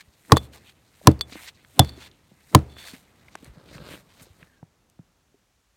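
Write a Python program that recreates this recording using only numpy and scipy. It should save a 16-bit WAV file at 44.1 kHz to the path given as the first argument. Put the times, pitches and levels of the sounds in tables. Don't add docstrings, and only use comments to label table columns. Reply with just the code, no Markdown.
import sys
import numpy as np
from scipy import signal
from scipy.fft import rfft, irfft
from scipy.io import wavfile

SR = 44100
rng = np.random.default_rng(int(sys.argv[2]) if len(sys.argv) > 2 else 0)


def put_to_file(sound):
    columns = np.atleast_2d(sound).T
    safe = np.clip(columns, -1, 1)
    whole_steps = np.round(safe * 32767)
    wavfile.write(sys.argv[1], SR, whole_steps.astype(np.int16))


N = 254016
TIME = np.arange(N) / SR
AGE = np.arange(SR) / SR
BRIEF = SR // 8
TOP_HZ = 16400

# t/s, trunk/dB, push length/s, knock f/Hz, knock/dB, crack/dB, crack brightness/dB, steel/dB
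CHOPS = [(0.3196, 1, 0.0023, 1103, 10, 8.5, -7, -47), (1.0712, 3, 0.00069, 1014, 9, 7.5, 0, -41),
         (1.7931, 1, .0034, 746, 3.5, 5, 5.5, -8), (2.5480, 2, 0.0021, 1022, 8, 8, -2.5, -42.5)]
# f/Hz, level/dB, t60/s
TRUNK_MODES = [(52, -31, 0.3), (72, -29.5, 0.51), (80.6, -5.5, 0.11), (98.4, -3, 0.044), (121, -32, 0.44),
               (136, 1, 0.069), (145, -12, .124), (189, -19.5, 0.17), (226, -17, 0.11), (252, -11.5, 0.076),
               (284, -3.5, 0.053), (317, -7, 0.105), (430, -7, 0.065), (475, -19, .07), (582, -16, .075),
               (667, -21, 0.06)]
# f/knock pitch, level/dB, t60/s
KNOCK_MODES = [(.4, -11, .035), (.77, -9, .024), (1.28, -18, .02), (1.7, -17, .02), (2.25, -18, .016)]
# f/Hz, level/dB, t60/s
STEEL_MODES = [(3454, -1.5, 0.07), (3550, -4.5, 0.055), (4480, 2, 0.027), (7100, -21.5, .033),
               (8400, -23, 0.067), (11350, -23, .034), (12400, -28, .036)]
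# f/Hz, level/dB, t60/s
CLACK_MODES = [(450, -3, 0.023), (1120, 0.5, 0.015), (1850, -13.5, 0.02)]
# t/s, steel/dB, its upper modes/dB, clack/dB, tick/dB
TOUCHES = [(0.3691, -20.5, -10, -8, -18.5), (1.114, -47, 1, -56, -37), (1.192, -66, 19, -64, -47),
           (1.21, -22.5, 6, -28, -24.5), (1.847, -57, 3, -42.5, -36), (1.893, -45.5, 9.5, -63, -43)]
# t/s, length/s, level/dB
SCRAPES = [(0.359, 0.028, -36), (0.407, 0.072, -59.5), (1.806, 0.11, -49.5), (1.901, 0.09, -59.5),
           (1.99, 0.1, -57), (2.682, 0.08, -61), (2.753, 0.18, -50.5)]
# t/s, peak/dB, f/Hz, width/Hz
SNAPS = [(0.298, -29, 1090, 875), (0.309, -28.5, 1040, 1090), (1.013, -41, 594, 340),
         (1.324, -31.5, 1790, 2940), (1.355, -35, 780, 1200), (1.648, -38.5, 2140, 2470),
         (2.114, -44, 3570, 2500), (2.315, -49, 700, 900), (2.527, -39.5, 882, 1300),
         (2.590, -35, 4000, 8000), (2.767, -36, 875, 2480), (3.283, -41, 2155, 1270),
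         (3.353, -25, 660, 1380), (3.354, -33.5, 4470, 7000), (3.445, -35, 7020, 8940),
         (3.781, -33, 1210, 2000), (4.428, -38.5, 1607, 990), (4.628, -39, 694, 738),
         (4.899, -49, 7020, 9000), (4.991, -45, 497, 796)]
# t/s, peak/dB, f/Hz
BUMPS = [(0.074, -48, 70), (1.321, -37.5, 267), (1.354, -34, 312), (1.976, -40, 383), (2.316, -44.5, 200),
         (2.934, -35, 262), (3.428, -39.5, 261), (3.473, -39.5, 136), (3.491, -37.5, 55),
         (3.572, -38.5, 161), (3.752, -35.5, 153), (3.816, -39, 163), (3.941, -42.5, 280),
         (4.212, -43, 156.4), (4.268, -47.5, 518), (4.301, -45.5, 89.7), (4.422, -44, 170),
         (4.626, -35, 160.7), (4.992, -35.5, 170), (5.342, -51.5, 404.5)]
# fastest at t/s, rise/s, fall/s, swish/dB, hiss/dB
STROKES = [(0.008, 0.02, 0.025, -46.5, -54), (0.45, 0.21, .035, -62.5, -57),
           (0.548, 0.031, 0.053, -44, -51), (0.701, 0.16, 0.042, -53, -60), (1.309, .06, .2, -47, -56.5),
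           (1.45, 0.18, 0.073, -43, -48), (1.486, 0.033, 0.021, -36.5, -50),
           (2.025, 0.1, 0.081, -43, -54.5), (2.066, .04, 0.026, -44.5, -57.5),
           (2.719, .17, 0.034, -58.5, -68), (2.81, .06, 0.12, -46, -51),
           (2.883, 0.054, 0.043, -39.5, -44.5), (2.94, 0.12, 0.14, -49.5, -54.5),
           (3.28, 0.38, 0.33, -61, -70.5), (3.45, .09, 0.085, -53.5, -60.5),
           (3.748, 0.044, 0.066, -47, -58), (3.72, 0.15, 0.33, -52.5, -63), (3.925, .13, 0.12, -41.5, -50),
           (4.20, .19, 0.15, -53, -62), (4.232, .03, .028, -73, -49), (4.41, .13, 0.13, -60, -67.5)]
# full weight at t/s, rise/s, fall/s, level/dB
STEPS = [(3.43, 0.039, 0.089, -52.5), (3.619, 0.12, 0.18, -50.5), (3.76, 0.074, 0.095, -44.5),
         (3.92, 0.2, .11, -42), (4.23, .1, 0.12, -56.5), (4.42, .08, 0.092, -57.5)]
# f/Hz, level/dB, t60/s
ECHO_BANDS = [(39.84, -15, .8), (90, 2, 1), (310, -2, 1), (705, -9, 0.8), (1520, -19, 0.92),
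              (4000, -18.5, .3), (15000, -26.5, .25)]
# t/s, level/dB
RUMBLE_LEVELS = [(0, -66), (.9, -63.5), (1.6, -61.5), (2.3, -65), (3.1, -60), (3.8, -56), (4.5, -65.5),
                 (5.2, -70), (5.76, -78.5)]

# f/Hz, level/dB
FIBRE_SPECTRUM = [(300, -12), (900, -2), (1800, 1.5), (2600, -3), (4200, 3.5), (6000, -4), (9000, -5),
                  (15000, -12.5)]
CLOTH_SPECTRUM = [(290, -37), (500, -11.5), (631, -7), (1400, -8), (2100, -1), (3390, -6), (3650, -4),
                  (3920, -4.5), (4940, -11), (9220, -11), (10500, -19.5), (13100, -15.5), (16000, -25.5)]
SNOW_SPECTRUM = [(35, -12.5), (60, 5.5), (113, 0.5), (445, -4), (559, -1.5), (753, -14.5), (1150, -14),
                 (1630, -12), (1950, -50), (4000, -17.5), (5200, -24), (8800, -70)]
AIR_SPECTRUM = [(15, -48.5), (25, -21.5), (43, -4.5), (64, -11), (145, -24), (1480, -27), (4030, -30),
                (5000, -31.5), (6380, -30), (10400, -38), (11600, -37.5), (16000, -43)]
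GUST_SPECTRUM = [(120, -3.5), (280, 1.5), (600, -10.5), (1500, -20.5), (4000, -36)]
FOLD_SPECTRUM = [(900, -5.5), (2200, -1), (3800, 1), (6000, -15)]
SCATTER_SPECTRUM = [(300, -2.5), (420, 3), (600, 3.5), (1080, -4), (1450, -12), (2200, -18.5),
                    (4000, -25.5)]
RUMBLE_SPECTRUM = [(35, -10.5), (60, -4), (150, -5.5), (400, -15.5), (1200, -20.5)]


def chops(knock_lag_s=0.0004, stop_s=0.0055):
    out = np.zeros(N)
    for s, trunk_db, push_s, knock_hz, knock_db, crack_db, bright_db, steel_db in CHOPS:
        add(out, s, undb(crack_db) * crack(bright_db) + woods())
        add(out, s, undb(steel_db) * steel(upper_db=-14.5))
        add(out, s + knock_lag_s, undb(knock_db) * knock(knock_hz))
        add(out, s + stop_s - push_s / 2, undb(trunk_db) * boom(push_s))
    return out


def crack(bright_db, bite_s=0.0017, t60=0.011, splinter_db=-38, splinter_t60=0.065):
    shelf_db = bright_db * np.interp(np.fft.rfftfreq(SR, 1 / SR), [1500, 4000, 15000], [0, 0.5, 1])
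    fibres = irfft(rfft(noise(FIBRE_SPECTRUM, SR)) * undb(shelf_db))
    burst = fibres * np.minimum(AGE / bite_s, 1) * fade(t60)
    splinters = colour(grains(rate=2500, spread_db=0.5, size=SR), FIBRE_SPECTRUM) * fade(splinter_t60)
    return burst + undb(splinter_db) * splinters


def knock(hz, cycles=21, rise_s=0.001):
    side_modes = [(ratio * hz, db, t60) for ratio, db, t60 in KNOCK_MODES]
    return ring([(hz, 0, cycles / hz)] + side_modes) * (1 - np.exp(-AGE / rise_s))


def boom(push_s):
    push = np.sin(np.pi * np.minimum(AGE / push_s, 1))
    return signal.fftconvolve(ring(TRUNK_MODES), push / push.sum())[:SR]


def steel(upper_db):
    return ring(STEEL_MODES[:2], BRIEF) + undb(upper_db) * ring(STEEL_MODES[2:], BRIEF)


def touches(tick_t60=0.018):
    out = np.zeros(N)
    clack = ring(CLACK_MODES, BRIEF)
    for s, steel_db, upper_db, clack_db, tick_db in TOUCHES:
        tick = noise(FIBRE_SPECTRUM, BRIEF) * fade(tick_t60, BRIEF)
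        add(out, s, undb(steel_db) * steel(upper_db) + undb(clack_db) * clack + undb(tick_db) * tick)
    return out


def scrapes(rasp_db=-3):
    slips = grains(rate=1500, spread_db=2)
    ringing = unit(signal.oaconvolve(slips, steel(upper_db=-1))[:N])
    rasp = undb(rasp_db) * colour(slips, FIBRE_SPECTRUM)
    effort = sum(undb(db) * np.interp(TIME, s + length_s * np.array([0, 0.2, 0.8, 1]), [0, 1, 1, 0])
                 for s, length_s, db in SCRAPES)
    return (ringing + rasp) * effort


def swings(gust_db=-32):
    return undb(gust_db) * downswings(grow_s=0.012) * noise(GUST_SPECTRUM)


def snaps(t60=0.0092):
    out = np.zeros(N)
    for s, db, hz, width_hz in SNAPS:
        burst = rng.standard_normal(BRIEF) * fade(t60, BRIEF) + 1e-18
        pitched = resonate(resonate(burst, hz, width_hz), hz, width_hz)
        snap = lowpass(pitched, min(hz + width_hz, TOP_HZ), order=3)
        add(out, s, undb(db) * snap / np.abs(snap).max())
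    return out


def bumps(t60=0.061, rise_s=0.00079):
    out = np.zeros(N)
    onset = (1 - np.exp(-AGE[:BRIEF] / rise_s)) ** 2
    for s, db, hz in BUMPS:
        bump = onset * ring([(0.67 * hz, -4, t60), (hz, 0, t60), (1.71 * hz, -7, t60 / 2)], BRIEF)
        add(out, s, undb(db) * bump / np.abs(bump).max())
    return out


def jacket(swish_db=-2.5, hiss_db=-2, split_hz=6500, crinkle_db=-7, fold_t60=0.008):
    slips = colour(grains(rate=5200, spread_db=-3), CLOTH_SPECTRUM)
    buckles = grains(rate=200, spread_db=2.5)
    folds = signal.oaconvolve(buckles, rng.standard_normal(BRIEF) * fade(fold_t60, BRIEF))[:N]
    crinkle = undb(crinkle_db) * colour(folds, FOLD_SPECTRUM)
    swish = flutter(lowpass(slips, split_hz) + crinkle, depth_db=4.5, rate=36)
    hiss = unit(highpass(highpass(slips, split_hz), split_hz))
    swishing, hissing = rubbing()
    return undb(swish_db) * swishing * swish + undb(hiss_db) * hissing * hiss


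def rubbing(rest_s=4.67, settle_s=0.21, ease=1.39):
    # speed, swish/dB, hiss/dB
    fidget = (np.clip((rest_s - TIME) / settle_s, 0, 1), -67.5, -73)
    swing = (downswings(grow_s=0.085), -54.5, -55)
    strokes = [(swell(s, rise_s, fall_s) ** ease, swish_db, hiss_db)
               for s, rise_s, fall_s, swish_db, hiss_db in STROKES]
    speeds, swish_db, hiss_db = zip(fidget, swing, *strokes)
    return np.sqrt(undb([swish_db, hiss_db]) ** 2 @ np.square(speeds))


def boots(crunch_db=-1, ease=1.23):
    weight = sum(undb(db) * swell(s, rise_s, fall_s) ** ease for s, rise_s, fall_s, db in STEPS)
    collapses = colour(grains(rate=570, spread_db=1.5), SNOW_SPECTRUM)
    return undb(crunch_db) * weight * flutter(collapses, depth_db=2.5, rate=16)


def squeak(start_s=4.4, length_s=0.22, from_hz=1900, to_hz=1550, squeak_db=-64, rough_hz=110):
    load = swell(start_s + length_s / 2, length_s / 2, length_s / 2) ** 0.5
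    hz = np.interp(TIME, [start_s, start_s + length_s], [from_hz, to_hz])
    roughness = unit(lowpass(rng.standard_normal(N), rough_hz))
    return undb(squeak_db) * load * roughness * np.sin(2 * np.pi * np.cumsum(hz) / SR)


def woods(scatter_db=-20, scatter_t60=0.135, echo_db=-41, build_s=0.02):
    near = noise(SCATTER_SPECTRUM, SR) * fade(scatter_t60)
    centres_hz, _, t60s = np.transpose(ECHO_BANDS)
    bands = split(noise(ECHO_BANDS, SR), centres_hz)
    far = sum(band * fade(t60) for band, t60 in zip(bands, t60s))
    return undb(scatter_db) * near + undb(echo_db) * far * (1 - np.exp(-AGE / build_s))


def air(still_db=-69.5):
    rumble_db = np.interp(TIME, *np.transpose(RUMBLE_LEVELS))
    rumble = undb(rumble_db) * noise(RUMBLE_SPECTRUM)
    return undb(still_db) * noise(AIR_SPECTRUM) + rumble


def downswings(grow_s):
    out = np.zeros(N)
    for s, *_ in CHOPS:
        swing = np.exp(-AGE[:int(s * SR)] / grow_s)[::-1]
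        add(out, s - len(swing) / SR, swing)
    return out


def swell(s, rise_s, fall_s):
    return np.interp(TIME, [s - rise_s, s, s + fall_s], [0, 1, 0])


def fade(t60, size=SR):
    return np.exp(-np.log(1000) * np.minimum(AGE[:size] / t60, 10))


def ring(modes, size=SR):
    return sum((-1) ** k * undb(db) * fade(t60, size) * np.sin(2 * np.pi * hz * AGE[:size])
               for k, (hz, db, t60) in enumerate(modes))


def grains(rate, spread_db, size=N):
    out = np.zeros(size)
    hits = rng.random(size) < rate / SR
    excess = np.minimum(rng.exponential(size=size)[hits], 5)
    out[hits] = undb(spread_db * excess) * rng.standard_normal(size)[hits]
    return unit(out)


def flutter(x, depth_db, rate, centres_hz=(500, 1100, 1900, 3000, 5000)):
    return unit(sum(band * waver(depth_db, rate) for band in split(x, centres_hz)))


def waver(depth_db, rate):
    gains = undb(depth_db * rng.standard_normal(N // 200))
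    return np.interp(TIME * rate, np.arange(len(gains)), gains)


def noise(spectrum, size=N):
    return colour(rng.standard_normal(size), spectrum)


def colour(x, spectrum):
    hz, db = np.transpose(spectrum)[:2]
    f = np.maximum(np.fft.rfftfreq(len(x), 1 / SR), 1)
    gain = undb(np.interp(np.log(f), np.log(hz), db))
    skirts = np.minimum(f / hz[0], 1) ** 2 * np.minimum(hz[-1] / f, 1) ** 2
    return unit(irfft(rfft(x) * gain * skirts, len(x)))


def split(x, centres_hz):
    log_hz = np.log(np.maximum(np.fft.rfftfreq(len(x), 1 / SR), 1))
    spectrum = rfft(x)
    return [irfft(spectrum * np.interp(log_hz, np.log(centres_hz), share), len(x))
            for share in np.eye(len(centres_hz))]


def resonate(x, hz, width_hz):
    return signal.lfilter(*signal.iirpeak(hz, hz / min(width_hz, SR / 4), fs=SR), x)


def lowpass(x, hz, order=2):
    return signal.sosfilt(signal.butter(order, hz, fs=SR, output="sos"), x)


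def highpass(x, hz):
    return signal.sosfilt(signal.butter(2, hz, "high", fs=SR, output="sos"), x)


def add(track, s, sound):
    start = max(int(s * SR), 0)
    track[start:start + len(sound)] += sound[:N - start]


def undb(db):
    return 10 ** (np.asarray(db) / 20)


def unit(x):
    return x / np.sqrt(np.mean(x ** 2))


def scene():
    hatchet = swings() + chops() + touches() + scrapes()
    return (hatchet + snaps() + bumps() + jacket() + boots() + air() + squeak())[None]


def record(dry):
    clipped = np.clip(highpass(dry, hz=46), -1, 1)
    return signal.sosfilt(signal.ellip(8, 0.1, 60, TOP_HZ, fs=SR, output="sos"), clipped)


dry = scene()
out = record(dry)
put_to_file(out)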